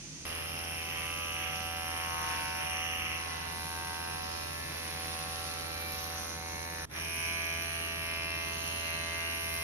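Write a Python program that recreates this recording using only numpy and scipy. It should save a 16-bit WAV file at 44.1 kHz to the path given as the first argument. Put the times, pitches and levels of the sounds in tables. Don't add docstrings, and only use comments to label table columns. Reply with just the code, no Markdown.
import sys
import numpy as np
from scipy import signal
from scipy.fft import rfft, irfft, next_fast_len
from scipy.io import wavfile
from scipy.ndimage import uniform_filter1d, map_coordinates

SR = 44100
rng = np.random.default_rng(int(sys.argv[2]) if len(sys.argv) > 2 else 0)


def to_wav(s):
    ch = np.atleast_2d(s).T
    pcm = np.round(np.clip(ch, -1, 1) * 32767)
    wavfile.write(sys.argv[1], SR, pcm.astype(np.int16))


N = 424683

START_S, FIRST_STROKE_S = .25, .253
BREAK_S, RESUME_S, FADE_IN_S = 6.856, 6.887, .09
SECOND_VALVE_DELAY = .46
CASING_HZ = (1160, 2120, 3010, 4020)

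# f/Hz, level/dB per Hz
ROOM_SPECTRUM = [(20, -86), (35, -82), (48, -80.5), (70, -71.5), (100, -82.5), (120, -73.5), (132, -80.5),
                 (150, -67.5), (180, -77), (250, -79.5), (305, -78), (370, -85), (520, -90), (1000, -95),
                 (3000, -101), (9000, -106), (15000, -115)]
# f/Hz, level/dB per Hz
OPENING_SPECTRUM = [(300, -100), (1000, -100), (2400, -86), (3600, -90.5), (4600, -87.5), (5500, -84.5),
                    (6100, -78.5), (7000, -87), (8200, -95), (9400, -88), (10200, -120)]
# f/Hz, relative level/dB
LOW_HISS_SPECTRUM = [(1500, 3), (3300, 11), (4300, 10), (5300, 14), (6050, 12.5), (6700, 8.5), (7600, -1),
                     (9000, -81)]
HIGH_HISS_SPECTRUM = [(6000, -15), (7600, -21), (8600, 5.5), (9600, 4.5), (10400, 5.5), (11200, -1.5),
                      (12500, -34), (15000, -50)]
SIZZLE_SPECTRUM = [(9000, -34), (11200, -2.5), (12300, 0.5), (13200, -2), (14400, 6.5), (14900, -32),
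                   (15600, -7.5)]
# t/s, low hiss/dB, high hiss/dB
HISS_LEVELS = [(0.36, -48, -46.5), (0.65, -47.5, -48), (1.4, -47.5, -48.5), (1.95, -48, -47.5),
               (2.3, -45, -46), (3.1, -48, -50), (3.6, -47, -47.5), (4.3, -45.5, -48.5),
               (4.75, -47.5, -47.5), (5.35, -45, -46.5), (5.85, -47, -49), (6.2, -43.5, -48),
               (6.5, -46.5, -52), (6.85, -47.5, -48.5), (7.25, -44, -43), (7.55, -47.5, -47.5),
               (7.8, -47, -44), (8.28, -47.5, -49.5), (8.75, -44, -47), (9.1, -46.5, -48.5),
               (9.5, -45.5, -43)]
# t/s, level/dB
SIZZLE_LEVELS = [(0.3, -51), (2.0, -50.5), (3.05, -51.5), (3.35, -56), (3.55, -51.5), (4.1, -54),
                 (4.7, -51.5), (5.6, -52.5), (6.02, -46), (6.35, -55), (6.85, -53), (7.15, -49), (7.9, -51),
                 (8.3, -52.5), (8.75, -49), (9.08, -54), (9.5, -45.5)]
# t/s, f/Hz, share of the mix/0-1
JET_WHISTLE = [(0.3, 5170, 0.2), (0.7, 5470, 0.54), (1.05, 5970, 0.2), (1.44, 5900, 0.64),
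               (1.8, 5530, 0.35), (2.25, 5900, 0.6), (2.4, 5430, 0.2), (2.85, 5870, 1), (3.7, 5600, 0.04),
               (4.0, 5430, 0.34), (4.35, 5140, 0.33), (4.65, 5600, 0.1), (5.15, 5270, 0.1),
               (5.9, 5600, 0.02), (6.2, 6030, 0.63), (6.55, 6250, 0.6), (7.05, 5730, 0.64),
               (7.28, 5810, 0.9), (7.85, 6030, 0.45), (8.1, 5330, 0.46), (8.32, 5330, 0.75),
               (8.6, 6300, 0.4), (9.03, 6160, 0.44), (9.6, 5600, .35)]
# f/Hz, relative level/dB
FLUTTER_SPECTRUM = [(250, -24), (500, -8.5), (800, -2.5), (1200, -4), (1800, -2.5), (2500, -17.5),
                    (3500, -10.5), (4500, -21), (6000, -51), (9000, -46)]
FIRST_RASP_SPECTRUM = [(700, -11.5), (1500, -3), (2100, 6.5), (2700, 7), (3050, 5.5), (3400, -1.5),
                       (4200, -69), (7000, -49)]
SECOND_RASP_SPECTRUM = [(700, -22), (1500, -9), (2150, -2), (2450, -1), (2750, -4), (3100, -4), (3500, -14),
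                        (7000, -40)]
# middle t/s, length/s, flutter/dB, rasp/dB. The one at 6.934 s is a low flutter as the
BURSTS = [(0.364, 0.21, -52, -44), (0.603, 0.13, -66, -47), (0.777, 0.21, -71, -45),
          (0.986, 0.15, -53, -41.5), (1.46, 0.14, -58, -40.5), (1.99, 0.14, -56, -42),
          (2.31, 0.16, -44, -42.5), (2.628, 0.051, -47, -44), (2.78, 0.16, -56, -41.5),
          (3.052, 0.25, -55, -40), (3.345, 0.27, -47, -48), (4.73, 0.074, -51, -58),
          (4.912, 0.16, -54, -50.5), (5.128, 0.21, -55, -53), (5.407, 0.18, -59, -53),
          (5.584, 0.16, -52, -56), (5.783, 0.15, -50, -55), (6.163, 0.13, -47.5, -54),
          (6.934, 0.12, -43, -70), (7.467, 0.044, -57, -62), (7.82, .1, -53, -53), (8.698, .25, -66, -63)]
# t/s, f/Hz, boost/dB
POCKET_RING = [(0.3, 2750, 0.5), (1.2, 2620, 4), (1.9, 2650, -2.5), (2.6, 2650, 5.5), (2.85, 2820, 3.5),
               (3.08, 2800, 5), (3.28, 2700, 3), (6.85, 2450, 2), (7.1, 2440, 7.5), (7.28, 2480, 11),
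               (7.5, 2480, 8), (7.68, 2600, 5.5), (7.82, 2700, 5.5), (8.02, 2720, 4), (8.22, 2480, 6.5),
               (8.48, 2640, 7), (8.66, 2820, 8), (8.88, 2720, 8), (9.1, 2600, 3), (9.3, 2770, 6.5),
               (9.6, 2600, 5)]
# t/s, stroke rate/Hz
PUMP_SPEED = [(0.25, 83.6), (0.9, 83.85), (1.65, 83.5), (2.3, 83.3), (4.8, 83.5), (6.0, 83.33), (6.8, 83.5),
              (9.63, 83.4)]
# harmonic number, relative level on the first side/dB, on the second side/dB
BUZZ_HARMONICS = [(1, -47.5, -46.5), (2, -78.0, -69.0), (3, -66, -62.5), (4, -62.5, -60.0),
                  (5, -58.0, -56.0), (6, -55.0, -67.5), (7, -54.5, -53.0), (8, -55.0, -50.5),
                  (9, -49.0, -59.5), (10, -60.0, -58.0), (11, -54.5, -53.0), (12, -57.0, -56.5),
                  (13, -51.5, -54.0), (14, -57.5, -51.5), (15, -59.0, -60.5), (16, -53.0, -60.0),
                  (17, -61.0, -59.5), (18, -51.0, -61.0), (19, -56.5, -53.5), (20, -58.0, -52.5),
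                  (21, -54.0, -60.5), (22, -56.5, -54.5), (23, -56.5, -56.0), (24, -58.0, -61.0),
                  (25, -56.0, -48.0), (26, -54.5, -48.5), (27, -58.0, -51.5), (28, -53.0, -48.5),
                  (29, -55.0, -54.0), (30, -54.5, -51.0), (31, -56.0, -56.0), (32, -54.5, -51.5),
                  (33, -55.0, -55.0), (34, -54.0, -55.0), (35, -60.5, -54.0), (36, -56.5, -52.0),
                  (37, -58.0, -59.5), (38, -60.0, -56.5), (40, -62.5, -60.0), (42, -65.0, -63.5),
                  (44, -63.5, -62.5), (48, -67.0, -59.0), (52, -66.0, -59.0), (57, -70.5, -68.0),
                  (64, -75.0, -71.5), (72, -81.0, -80.0)]
# t/s, low mids/dB, high mids/dB, ring of the rim's gap/dB
GRIP = [(0.3, -3.0, -6.0, 1.5), (0.85, -6.5, -1.0, 3.5), (1.2, 1.0, 1.5, 9), (1.85, 3.5, 2.5, 4.5),
        (2.25, 3.5, 3.5, 1), (2.62, 1.0, 4.5, -0.5), (2.88, -1.0, 1.5, 7), (3.1, -2.0, 1.0, -3),
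        (3.3, -0.0, -0.5, -9), (4.1, 4.0, -3.5, -2.5), (4.72, -3.0, 1.0, -12.5), (5.25, 4.5, -3.0, -7),
        (6.05, 3.0, -4.0, -9.5), (6.4, -3.0, -0.0, -13.5), (6.85, -2.0, 2.0, -13), (7, -5.0, -1.5, 0),
        (7.4, 1.0, 2.0, 0.5), (8.2, 1.5, 1.0, 1.5), (8.5, 1.5, -0.5, -1), (8.6, 0.0, -2.5, -4.5),
        (8.8, 0.5, -1.0, -4), (8.95, 2.5, 3.5, -3), (9.15, 2.5, 5.0, -1.5), (9.63, 1, -2.5, -2)]
# middle t/s, length/s, harmonic number, change/dB
HARMONIC_SWELLS = [(0.6, 1.4, 15, 8.0), (0.65, 0.7, 10, 7.5), (0.8, 0.7, 12, 8.0), (0.9, 0.7, 34, -10.5),
                   (1.0, 0.7, 28, -13.5), (1.05, 1, 14, 9.5), (1.1, 0.7, 11, -9.5), (1.15, 0.5, 21, -11.0),
                   (1.25, 0.35, 15, 4), (1.35, 0.35, 23, -10.5), (1.4, 0.5, 18, -13.5),
                   (1.4, 0.7, 13, -18.5), (1.7, 0.5, 9, 3.5), (2.1, 1.4, 5, -9.0), (2.2, 0.25, 15, 9.0),
                   (2.2, 0.5, 13, 9.0), (2.3, 0.25, 7, -9.5), (2.3, 0.5, 8, 4.5), (2.35, 0.7, 11, 10.5),
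                   (2.45, 0.3, 19, 6), (2.75, 0.5, 9, 5.5), (2.8, 0.5, 14, 8.5), (2.9, 0.25, 18, -10.0),
                   (2.9, 0.25, 22, 10.0), (2.9, 0.3, 34, 4), (3.0, 0.35, 15, 9.0), (3.05, 0.35, 8, -8.0),
                   (3.25, 0.25, 13, 6.0), (3.5, 1, 24, 10.0), (3.65, 0.7, 16, -9.5), (3.7, 1, 6, -6.5),
                   (3.8, 0.7, 11, 7.5), (3.85, 0.7, 7, -6.0), (3.9, 0.7, 19, 9.0), (4.2, 0.25, 31, 5),
                   (4.25, 0.4, 9, 3.5), (4.3, 0.5, 18, -7.5), (4.5, 0.22, 30, 7), (4.6, 0.25, 21, 6),
                   (5.15, 1.4, 31, 7.0), (5.4, 1, 15, -10.5), (5.5, 1, 11, -10.0), (5.5, 1, 18, -18.0),
                   (5.65, 0.5, 13, -9.0), (5.7, 0.7, 12, -13.5), (5.7, 1, 22, 9.0), (5.85, 0.35, 28, 10.5),
                   (5.95, 1.4, 8, -8.0), (6.55, 0.5, 26, 6), (6.6, 0.5, 9, 2.5), (6.65, 0.7, 11, 5.0),
                   (6.95, 1, 28, -9.5), (7.0, 1, 22, -12.0), (7.1, 1, 12, 6.0), (7.25, 1, 21, 7.0),
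                   (7.3, 0.5, 18, 10.0), (7.35, 0.35, 32, -10.5), (7.4, 0.7, 25, -8.5),
                   (7.5, 0.7, 13, -12.0), (8.65, 0.25, 26, -9.0), (8.75, 0.25, 32, 6.0),
                   (9.05, 0.35, 27, -9.5), (9.1, 1, 34, 7.0), (9.5, 0.5, 25, 6)]
# f/Hz, share of a harmonic that changes by chance/0-1
SLAP_CHATTER = [(600, .03), (1400, .06), (2400, .15), (3200, .24), (4500, .26)]
# harmonic number,
# left minus right/dB and left lead/rad on the first side, then the same two on the second side
WALL_DIRECTIONS = [(5, 4.5, 0.4, 1.0, -0.5), (6, -1.5, 0.3, 2.0, -0.3), (7, -3.0, 0.4, -3.5, 2.3),
                   (8, 0.0, -2.3, -0.5, -0.1), (9, -1.5, 0.0, 3.5, -0.8), (10, -3.0, 0.7, 8.0, 1.1),
                   (11, 3.0, -0.3, 9.0, -2.5), (12, -2.0, 0.6, -1.0, -0.3), (13, 8.5, 1.2, 5.0, 2.1),
                   (14, -8.5, 0.4, -14.0, 0.0), (15, -2.0, -0.2, 0.5, 0.6), (16, -5.0, -0.3, 1.5, -0.9),
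                   (17, 0.0, 0.3, 0.5, 0.7), (18, -2.5, -0.7, -8.0, -3.0), (19, 1.5, 0.6, 2.5, 0.9),
                   (20, -1.5, -0.3, -2.0, -0.1), (21, 4.5, 0.2, -3.5, -0.1), (22, 3.0, -0.9, 0.5, 2.1),
                   (24, 2.0, 1.6, 1.5, -0.3), (25, 0.5, 0.2, 3.0, 2.3), (26, 3.5, -0.5, 1.0, -1.5),
                   (27, 1.0, -0.2, -1.0, 0.3), (28, -1.5, 0.1, 0.5, -0.2), (29, -4.0, 0.7, -1.5, 2.9),
                   (30, 0.5, 0.2, 0.0, -0.5), (31, -2.0, 0.0, -2.0, 1.2), (32, -1.0, 0.3, 0.5, -0.1),
                   (34, -4.5, 0.6, -1.5, -1.5)]
# f/Hz, left lead/rad
STEREO_PHASE = [(20, 0), (300, 0), (520, .4), (780, -1.3), (1030, .3), (1460, -1.2), (2500, -2.3),
                (3100, -1.8), (3800, -3.1), (4740, -3.2), (5700, -4.6), (7000, -3.4), (8700, -2.7),
                (11100, -.1), (12300, 0), (13300, 1.5), (14500, 2.9), (15400, 3.14)]
# f/Hz, left minus right/dB
STEREO_BALANCE = [(60, -3), (150, 1), (400, -4.5), (700, -2.5), (1300, 0), (2400, -1.5), (4400, -5),
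                  (8000, -1), (12000, 0)]


def from_db(db):
    return 10 ** (np.asarray(db) / 20)


def rms_one(x):
    return x / np.sqrt(np.mean(x ** 2) + 1e-20)


def read(rows, at):
    first, *columns = np.transpose(rows)
    return [np.interp(at, first, column) for column in columns]


def at_hz(points, hz):
    f, value = np.transpose(points)
    return np.interp(np.log(hz + 1), np.log(f), value)


def drift(per_s, t, count=1):
    knots = rng.standard_normal((count, 600))
    return rms_one(np.array([map_coordinates(row, [t * per_s], order=3, mode="mirror") for row in knots]))


def hump(t, centre, length):
    return .5 ** ((2 * (t - centre) / length) ** 2)


def noise(spectrum, likeness, gate=1):
    mid, side = rng.standard_normal((2, N))
    white = np.sqrt(1 + likeness) * mid + np.sqrt(1 - likeness) * side * [[1], [-1]]
    size = next_fast_len(N)
    colour = from_db(at_hz(spectrum, np.fft.rfftfreq(size, 1 / SR)))
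    return irfft(rfft(white * gate, size) * colour, size)[:, :N] * np.sqrt(SR) / 2


def resonance(x, hz, width_hz):
    turn = np.exp(2j * np.pi * np.cumsum(hz) / SR)
    decay = np.exp(-np.pi * width_hz / SR)
    return 2 * np.real(turn * signal.lfilter([1 - decay], [1, -decay], x * turn.conj()))


def break_dip(t):
    fade_out = np.clip((BREAK_S - t) / .003, 0, 1)
    fade_in = np.clip((t - RESUME_S) / FADE_IN_S, .04, 1)
    return np.maximum(fade_out, fade_in)


def bathroom(t, running):
    hum = noise(ROOM_SPECTRUM, likeness=.75) * np.maximum(break_dip(t), .7)
    return hum + noise(OPENING_SPECTRUM, likeness=.24) * (1 - running)


def puffs(strokes, width, second, steady, uneven_db=0):
    power = steady
    for delay, share in ((0, 1), (SECOND_VALVE_DELAY, second)):
        turn = strokes - delay + 1
        age = turn % 1 / width
        strength = from_db(uneven_db * rng.standard_normal(1000))
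        puff = strength[turn.astype(int)] * age * np.exp(1 - age)
        power = power + share * puff ** 2
    return rms_one(np.sqrt(power))


def whistle(hiss, hz, share):
    ringing = rms_one(resonance(hiss, hz, width_hz=600))
    return rms_one((1 - share) * rms_one(hiss) + share * ringing)


def nozzle(t, strokes):
    low_waver_db, high_waver_db = .8 * drift(8.7, t, count=2)
    low_db, high_db = read(HISS_LEVELS, t)
    sizzle_db, = read(SIZZLE_LEVELS, t)
    low_hz, low_share = read(JET_WHISTLE, t)
    high_hz = 10000 + 210 * drift(6, t)[0]
    second = np.where(t < BREAK_S, .65, .22)
    low = noise(LOW_HISS_SPECTRUM, .34, puffs(strokes, .15, second, steady=.39, uneven_db=2.5))
    high = noise(HIGH_HISS_SPECTRUM, .92, puffs(strokes, .063, second, steady=.16, uneven_db=2))
    sizzle = noise(SIZZLE_SPECTRUM, .92, puffs(strokes, .074, second, steady=.27, uneven_db=3.5))
    return (from_db(low_db + low_waver_db) * whistle(low, low_hz, low_share)
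            + from_db(high_db + high_waver_db) * whistle(high, high_hz, share=.38)
            + from_db(sizzle_db) * rms_one(sizzle))


def flutter_and_rasp_gains(t):
    ring_db = read(GRIP, t)[-1]
    flutter_power = from_db(np.where(t < BREAK_S, -54, -56.5)) ** 2
    rasp_power = from_db(-53.5 + .42 * ring_db) ** 2
    for centre, length, flutter_db, rasp_db in BURSTS:
        near = np.abs(t - centre) < 2 * length
        burst = hump(t[near], centre, length)
        flutter_power[near] += burst * from_db(flutter_db) ** 2
        rasp_power[near] += burst * from_db(rasp_db) ** 2
    return np.sqrt(flutter_power), np.sqrt(rasp_power)


def flutter_and_rasp(t, strokes):
    flutter_gain, rasp_gain = flutter_and_rasp_gains(t)
    flutter = noise(FLUTTER_SPECTRUM, .041, puffs(strokes, width=.039, second=.9, steady=.42))
    rasp_puffs = puffs(strokes, width=.07, second=.5, steady=.28, uneven_db=2)
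    first_rasp = rms_one(noise(FIRST_RASP_SPECTRUM, .44, rasp_puffs))
    second_rasp = rms_one(noise(SECOND_RASP_SPECTRUM, .2, rasp_puffs))
    return flutter_gain * rms_one(flutter) + rasp_gain * np.where(t < BREAK_S, first_rasp, second_rasp)


def air_pocket(t, x):
    hz, boost_db = read(POCKET_RING, t)
    return x + (from_db(boost_db) - 1) * resonance(x, hz, width_hz=280)


def wall_directions(orders, frames):
    gains = np.ones((2, len(orders), len(frames)), complex)
    half = np.array([[.5], [-.5]])
    for order, first_db, first_lead, second_db, second_lead in WALL_DIRECTIONS:
        pan = from_db(half * np.where(frames < BREAK_S, first_db, second_db))
        lead = np.where(frames < BREAK_S, first_lead, second_lead)
        gains[:, round(order) - 1] = pan / np.sqrt(np.mean(pan ** 2, axis=0)) * np.exp(1j * half * lead)
    return gains


def buzz_colour(orders, hz, frames):
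    first_db, second_db = read(BUZZ_HARMONICS, orders)
    level_db = np.where(frames < BREAK_S, first_db[:, None], second_db[:, None])
    low_db, high_db, ring_db = read(GRIP, frames)
    treble_db = -1.5 + low_db - .8 * ring_db
    for band, grip_db in zip(np.eye(6)[1:5], (low_db, high_db, ring_db, treble_db)):
        level_db += np.interp(hz, [400, *CASING_HZ, 6000], band)[:, None] * grip_db
    for centre, length, order, swell_db in HARMONIC_SWELLS:
        level_db[round(order) - 1] += swell_db * hump(frames, centre, length)
    return level_db


def casing_lag(level_db):
    log_gain = uniform_filter1d(np.log(from_db(level_db)), size=2, axis=0)
    mirrored = np.vstack([log_gain[:1], log_gain, log_gain[-2::-1]])
    return signal.hilbert(mirrored, axis=0).imag[1:len(level_db) + 1]


def slap_chatter(hz, frames):
    share = at_hz(SLAP_CHATTER, hz)[:, None]
    jitter = rng.standard_normal((2, len(hz), len(frames)))
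    real, imaginary = rms_one(uniform_filter1d(jitter, size=3, axis=1))
    return np.sqrt(1 - share ** 2) + share * (real + 1j * imaginary) / np.sqrt(2)


def pump_strokes(t, spin_up_s=.042):
    rate_hz, = read(PUMP_SPEED, t)
    since_start = np.maximum(t - np.where(t < BREAK_S, START_S, BREAK_S), 0)
    slow_by_hz = np.where(t < BREAK_S, 4.022, 22.33) * np.exp(-since_start / spin_up_s)
    turns = np.cumsum(rate_hz - slow_by_hz) / SR
    return turns - np.interp(FIRST_STROKE_S, t, turns) % 1


def pump(t, strokes, count=72, moves_per_s=3.2, cycle_size=1024):
    frames = np.arange(0, t[-1] + 1, 1 / 100)
    orders = np.arange(1, count + 1)
    hz = orders * PUMP_SPEED[-1][1]
    level_db = buzz_colour(orders, hz, frames)
    lag = casing_lag(level_db)
    valves = 1 + .4 * np.exp(-2j * np.pi * orders * SECOND_VALVE_DELAY)[:, None]
    wander_db = 1.2 * np.interp(hz, [0, 700, 1600, 2600, 4000], [.1, .3, .7, 1.3, 1])[:, None]
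    shared_drift = drift(moves_per_s, frames, count)
    flicker_db = 1.2 * np.clip(hz / CASING_HZ[1], 0, 1)[:, None] ** 2
    level_db += flicker_db * drift(9, frames, count)
    chatter = slap_chatter(hz, frames)
    echoes = drift(moves_per_s, frames, count) + 1j * drift(moves_per_s / 2, frames, count)
    echo_gain = .5 * np.minimum(hz / 700, 1)[:, None]
    position = [strokes % 1 * cycle_size, t / frames[1]]
    channels = []
    for direction in wall_directions(orders, frames):
        own_drift = drift(moves_per_s, frames, count)
        arrival = valves + echo_gain * (echoes + 1j * np.sqrt(2) * own_drift)
        gain = from_db(level_db + wander_db * (shared_drift + own_drift) / np.sqrt(2))
        harmonics = direction * chatter * gain * np.exp(1j * (np.angle(arrival) - lag))
        spectrum = np.vstack([np.zeros(len(frames)), harmonics])
        cycles = irfft(spectrum, cycle_size, axis=0) * cycle_size / np.sqrt(2)
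        channels.append(map_coordinates(cycles, position, order=1, mode="grid-wrap"))
    return np.array(channels)


def scene():
    t = np.arange(N) / SR
    strokes = pump_strokes(t)
    buzz = from_db(-1.96) * pump(t, strokes)
    device = air_pocket(t, buzz + flutter_and_rasp(t, strokes)) + nozzle(t, strokes)
    running = np.clip((t - START_S) / .0022, 0, 1)
    return device * running * break_dip(t) + bathroom(t, running)


def record(dry):
    size = next_fast_len(N + SR)
    hz = np.fft.rfftfreq(size, 1 / SR)
    half = np.array([[.5], [-.5]])
    phase_shift = np.exp(1j * at_hz(STEREO_PHASE, hz) * half)
    balance = from_db(at_hz(STEREO_BALANCE, hz) * half)
    low_pass = np.clip((15750 - hz) / 100 + .5, 0, 1)
    return irfft(rfft(dry, size) * phase_shift * balance * low_pass, size)[:, :N]


dry = scene()
out = record(dry)
to_wav(out)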